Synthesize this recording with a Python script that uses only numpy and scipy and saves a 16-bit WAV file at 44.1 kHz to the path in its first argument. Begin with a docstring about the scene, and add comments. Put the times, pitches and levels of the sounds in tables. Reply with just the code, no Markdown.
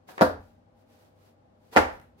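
"""A short scuff of a fist on rubber, then a bang: two balloons are punched and burst in a small bedroom,
heard close up from the floor. The first is large and dull, the second smaller and brighter.
Each bang is a pressure step and a fizz of tearing rubber; ceiling and walls throw it back
and the room booms briefly. A sleeve rustles between the blows, scraps of rubber land after
the second, and a ceiling fan hums overhead."""
import sys
import numpy as np
from scipy import signal
from scipy.fft import rfft, irfft
from scipy.io import wavfile
from scipy.ndimage import uniform_filter1d

SR = 44100
rng = np.random.default_rng(int(sys.argv[2]) if len(sys.argv) > 2 else 0)


def transcribe(u):
    """Save the signal u as a 16-bit wav file named by the first command-line argument.

    u: samples, shape (n,) or (channels, n), limited to [-1, 1]; the rate is SR.
    q: integer samples, one column per channel.
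    """
    v = np.clip(np.atleast_2d(u).T, -1, 1)
    q = np.round(v * 32767).astype(np.int16)
    wavfile.write(sys.argv[1], SR, q)


N = 97020

# the two bursts: t/s, gain/dB, right ear's lead/ms, ceiling echo/dB, wall echoes/dB, scatter/dB,
# tail/dB, tail length factor, thump f/Hz, thump peak/dB, right over left/dB
BURSTS = [(0.2105, 12, .3, -2.5, -2.5, -0.5, -1, 0.81, 187.4, -18, -1),
          (1.7629, 12, .25, -2, -4, 2.5, 1, 0.92, 235, -34, .5)]
# tone of each bang, one curve for the large balloon and one for the small: f/Hz, relative level/dB
BANG_TONES = [
    [(30, -19), (100, -16.5), (150, -7.5), (230, -3.5), (400, -7), (580, -1), (900, -2.5), (1100, -8),
     (1650, -7.5), (2100, -22), (3000, -28.5), (4700, -24.5), (7000, -37), (11500, -36.5), (16000, -43)],
    [(30, -17.5), (120, -13), (220, -5), (400, -3), (520, -2), (850, 4.5), (1130, -3.5), (1400, -2.5),
     (1900, -3.5), (2600, -12), (3700, -21), (5200, -22), (8000, -31), (12000, -34), (16000, -45)],
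]
# slaps off the walls: delay/s, relative level/dB, right ear's lead/ms
WALL_ECHOES = [(.0022, -10, -0.14), (.0055, -5, -0.25), (0.013, -7.5, -0.074), (.0168, -15.5, -.3),
               (0.0185, -18.5, .3)]
# how long the room rings: f/Hz, time to fall 60 dB/s
ROOM_DECAY = [(40, 0.38), (100, 0.87), (170, .29), (500, 0.37), (1500, 0.39), (4000, 0.37), (9000, .31),
              (16000, .28)]
# tone of the reverb tail: f/Hz, relative level/dB
TAIL_TONE = [(40, 6), (90, 4), (140, -9), (220, -0.5), (400, 4), (900, -1), (2000, -0.5), (5000, -0.5),
             (16000, 3)]
# standing waves of the room: f/Hz, width/Hz, level against the broad sound/dB
STANDING_WAVES = [(72, 7, 4), (88.3, 7, 4), (215.1, 30, -0.5), (291, 32, -0.5), (382.4, 14, -1.5),
                  (440.1, 6.4, -1), (514, 31, 1.5), (624, 15, -3), (717.6, 12, -8), (846, 24, -7),
                  (959.6, 50, -4.5), (1170, 28, -3), (1385, 40, -1)]
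# how alike diffuse sound is at the two ears: f/Hz, correlation
EAR_LIKENESS = [(30, .97), (150, .92), (300, .62), (550, .1), (1000, -.15), (2200, -.25), (5000, -.1),
                (9000, 0), (13000, .5)]
# a faint early scuff, then the fist meeting the rubber: t/s, gain/dB, decay/s
FIST_HITS = [(.089, -21, .01), (.1795, -7, .004), (.191, -10, .007), (.204, -12, .005), (1.726, -28, .008),
             (1.735, -23, .012), (1.751, -16, .008), (1.758, -9, .004)]
# tone of the fist's scuff: f/Hz, relative level/dB
FIST_TONE = [(40, -34), (120, -20), (280, -8), (500, -5), (780, -2), (1100, -4), (1700, -7), (2500, -17),
             (6000, -33), (16000, -56)]
# air ringing inside the stretched balloon: f/Hz, width/Hz, level against the broad sound/dB
BALLOON_MODES = [(756, 19, 3.5), (959.3, 22, 5), (1700, 35, -0.5)]
# scraps of rubber landing: t/s, gain/dB, decay/s
SCRAP_HITS = [(1.998, -29, 0.0043), (2.014, -32.5, 0.0025)]
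# tone of a landing scrap: f/Hz, relative level/dB
SCRAP_TONE = [(100, -3.5), (1000, 1), (4000, -18.5), (8000, -23.5), (12000, -21), (16000, -27)]
# arm movements: peak t/s, rise/s, fall/s, level/dB
SLEEVE_STROKES = [(0.095, 0.015, 0.038, -50.5), (.17, 0.058, .03, -57), (.44, 0.066, 0.11, -68),
                  (.81, .05, .04, -71.5), (.93, .05, 0.067, -65), (1.02, 0.082, 0.085, -65),
                  (1.265, 0.093, .06, -65.5), (1.689, 0.077, 0.059, -69), (1.739, 0.017, 0.03, -46),
                  (1.94, 0.038, .05, -60.5), (2.2, .02, .02, -63)]
# tone of rubbing cloth: f/Hz, relative level/dB
CLOTH_TONE = [(60, -7), (400, 9.5), (900, 3.5), (1800, -1), (3000, -4), (4700, -5), (7500, -11),
              (11000, -11.5), (14000, -12.5), (16000, -16)]
# tone of the air the fan moves: f/Hz, relative level/dB
AIR_TONE = [(20, -16), (50, -5), (100, -1), (170, -3), (260, -3.5), (380, -8), (600, -7), (850, -11),
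            (1200, -16.5), (2500, -27.5), (5000, -34), (10000, -45), (16000, -54)]
# resonances of the fan's housing: f/Hz, width/Hz, level/dB
HOUSING_MODES = [(237, 16, -71), (507, 7.3, -73), (614.5, 39, -71), (808, 18, -73)]


def burst(tone, gain_db, lead_ms, ceiling_db, walls_db, scatter_db, tail_db, tail_stretch,
          thump_hz, thump_db, right_db):
    """One balloon bursts: the rip and its echoes, a reverb tail, standing waves and a low thump."""
    early = rip_arrivals(lead_ms, ceiling_db, walls_db) + amp(scatter_db) * furniture_scatter()
    # deep bass builds up only in the room's tail
    early = signal.lfilter(*signal.butter(2, 140, "high", fs=SR), early)
    bang = coloured(early + amp(tail_db) * room_tail(tail_stretch), tone)[:, :SR]
    bang *= amp(gain_db) * amp([[-right_db / 2], [right_db / 2]])
    return ringing(bang, STANDING_WAVES) + amp(thump_db) * thump(thump_hz)


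def rip(size=512, decay_s=.0017, edge_hz=1320, fizz_db=-2):
    """A pressure step and a few milliseconds of tearing rubber, which takes over in the treble."""
    tear = rng.standard_normal(size) * np.exp(-np.arange(size) / SR / decay_s)
    fizz = signal.lfilter(*signal.butter(2, edge_hz, "high", fs=SR), tear)
    step = signal.lfilter(*signal.butter(1, 2 * edge_hz, fs=SR), signal.unit_impulse(size))
    return step + amp(fizz_db) * unit(fizz)


def thump(hz, rise_s=.005):
    """The freed air pushes a few slow cycles into the room."""
    t = np.arange(SR) / SR
    return t / rise_s * np.exp(1 - t / rise_s) * np.sin(2 * np.pi * hz * t)


def rip_arrivals(direct_lead_ms, ceiling_db, walls_db, direct_db=-1.5):
    """The rip reaches each ear round the body, then as hard slaps off ceiling and walls."""
    direct = (0, direct_db, direct_lead_ms)
    ceiling = (.0095, ceiling_db, .08)  # delay/s, level/dB, right ear's lead/ms
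    walls = [(delay, db + walls_db, lead_ms) for delay, db, lead_ms in WALL_ECHOES]
    ears = np.zeros((2, SR))
    for delay, db, lead_ms in [direct, ceiling] + walls:
        arrival = amp(db) * (rip() if delay else body_shadow(rip()))
        add(ears[:1], delay + lead_ms / 1000, arrival)
        add(ears[1:], delay, arrival)
    return ears


def body_shadow(x, cutoff_hz=2200, leak_db=-5.5):
    """Dulls a sound that has to bend round the body."""
    dull = signal.lfilter(*signal.butter(1, cutoff_hz, fs=SR), x)
    return dull * (1 - amp(leak_db)) + amp(leak_db) * x


def furniture_scatter(rise_s=.0058, fall_s=.025):
    """A dense splash of early reflections off the furniture, its broad peaks and dips evened out."""
    t = np.arange(SR) / SR
    envelope = np.minimum(t / rise_s, 1) * np.exp(-(t / fall_s) ** 2)
    half_shape = np.sqrt(envelope)  # applied before and after evening out, to keep the splash tight
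    spectrum = rfft(diffuse(SR) * half_shape)
    broad_power = uniform_filter1d((abs(spectrum) ** 2).mean(0), 256)
    splash = irfft(spectrum / np.sqrt(abs(broad_power) + 1e-12), SR)
    return unit(splash * half_shape)


def room_tail(stretch, rise_s=.018):
    """Diffuse reverb that builds up and dies band by band, the bass hanging on longest."""
    hz, t, bands = signal.stft(tinted(diffuse(SR), TAIL_TONE), SR, nperseg=512)
    decay_s = stretch * curve_at(ROOM_DECAY, hz)[:, None]
    tail = signal.istft(bands * amp(-60 * t / decay_s), SR, nperseg=512)[1][:, :SR]
    fade_in = np.minimum(np.arange(SR) / SR / rise_s, 1) ** 2
    return unit(tail * fade_in)


def rubber_scuffs(hits, tone, reverb_db=-.5):
    """Short bursts of friction on rubber, heard with the room."""
    scuffs, t = np.zeros((2, N)), np.arange(SR // 8) / SR
    for start, db, decay in hits:
        add(scuffs, start, amp(db) * unit(diffuse(len(t)) * np.exp(-t / decay)))
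    scuffs += amp(reverb_db) * signal.fftconvolve(scuffs, room_tail(1), axes=1)[:, :N]
    return coloured(scuffs, tone)[:, :N]


def sleeve(grain_s=.0013, grain_db=1):
    """Grainy cloth friction that swells and fades with each arm movement."""
    t = np.arange(N) / SR
    power = sum(amp(db) ** 2 * np.exp(-2 * ((t - peak) / np.where(t < peak, rise, fall)) ** 2)
                for peak, rise, fall, db in SLEEVE_STROKES)
    grain = evened(uniform_filter1d(rng.standard_normal(N), round(grain_s * SR)))
    cloth = tinted(diffuse(N) * amp(grain_db * grain), CLOTH_TONE)
    return np.sqrt(power) * evened(cloth)


def ceiling_fan(air_db=-64, hum_hz=97, hum_db=-69, waver=.25):
    """A bed of moving air, a wavering motor hum and a few resonances of the housing."""
    t = np.arange(N) / SR
    hum = np.sqrt(2) * np.sin(2 * np.pi * hum_hz * t) + waver * noise_band(hum_hz, width_hz=7.2)
    housing = sum(amp(db) * noise_band(hz, width) for hz, width, db in HOUSING_MODES)
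    air = evened(tinted(diffuse(N), AIR_TONE))
    return amp(air_db) * air + amp(hum_db) * hum + housing


def diffuse(size):
    """White noise from all sides: near mono in the bass, wide above it."""
    a, b = rfft(rng.standard_normal((2, size)))
    likeness = curve_at(EAR_LIKENESS, np.fft.rfftfreq(size, 1 / SR))
    mid, side = a * np.sqrt((1 + likeness) / 2), b * np.sqrt((1 - likeness) / 2)
    return irfft([mid + side, mid - side], size)


def noise_band(hz, width_hz):
    """Steady noise in one resonance, at rms 1."""
    f = np.fft.rfftfreq(N, 1 / SR)
    return evened(irfft(rfft(diffuse(N)) / (1 + ((f - hz) / width_hz) ** 2), N))


def ringing(x, modes):
    """Adds resonances to the sound that excites them."""
    size = 2 * x.shape[-1]
    f = np.fft.rfftfreq(size, 1 / SR)
    gain = 1 + sum(amp(db) * 1j * f * width / (hz ** 2 - f ** 2 + 1j * f * width)
                   for hz, width, db in modes)
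    return irfft(rfft(x, size) * gain, size)[..., :x.shape[-1]]


def coloured(x, tone, size=4096):
    """Minimum-phase EQ of energy 1 for hits: nothing rings ahead of the attack."""
    log_gain = np.log(amp(curve_at(tone, abs(np.fft.fftfreq(size, 1 / SR)))))
    response = np.exp(np.conj(signal.hilbert(log_gain)))
    pulse = np.fft.ifft(response).real[:size // 2]
    return signal.fftconvolve(x, unit(pulse)[None], axes=1)


def tinted(x, tone):
    """Zero-phase EQ for long sounds."""
    hz = np.fft.rfftfreq(x.shape[-1], 1 / SR)
    return irfft(rfft(x) * amp(curve_at(tone, hz)), x.shape[-1])


def curve_at(points, hz):
    """Reads a table on a log-frequency axis."""
    f, value = np.transpose(points)
    return np.interp(np.log(hz + 1), np.log(f + 1), value)


def amp(db):
    """Decibels to gain."""
    return 10 ** (np.asarray(db) / 20)


def evened(x):
    """Scales to rms 1."""
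    return x / np.sqrt(np.mean(x ** 2) + 1e-20)


def unit(x):
    """Scales to a mean energy of 1 per channel."""
    return evened(x) / np.sqrt(x.shape[-1])


def add(mix, start_s, sound):
    """Drops a sound into the mix at its cue."""
    part = mix[:, max(round(start_s * SR), 0):][:, :sound.shape[-1]]
    part += sound[..., :part.shape[1]]


def scene(fan_left_db=2.05):
    """Both bursts with fist, scraps and sleeve, over the fan, which sits a little to the left."""
    mix = ceiling_fan() * amp([[fan_left_db / 2], [-fan_left_db / 2]]) + sleeve()
    mix += ringing(rubber_scuffs(FIST_HITS, FIST_TONE), BALLOON_MODES)
    mix += rubber_scuffs(SCRAP_HITS, SCRAP_TONE)
    for (start, *settings), tone in zip(BURSTS, BANG_TONES):
        add(mix, start, burst(tone, *settings))
    return mix


def record(dry, low_cut_hz=32, high_cut_hz=16000):
    """The microphone drops the deepest bass, rounds off the loudest peaks and loses the very top."""
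    trimmed = signal.sosfilt(signal.butter(2, low_cut_hz, "high", fs=SR, output="sos"), dry)
    rounded = trimmed / (1 + trimmed ** 4) ** .25
    high_cut = signal.firwin(511, high_cut_hz, window=("kaiser", 9), fs=SR)
    return signal.oaconvolve(rounded, high_cut[None], "same")


dry = scene()
out = record(dry)
transcribe(out)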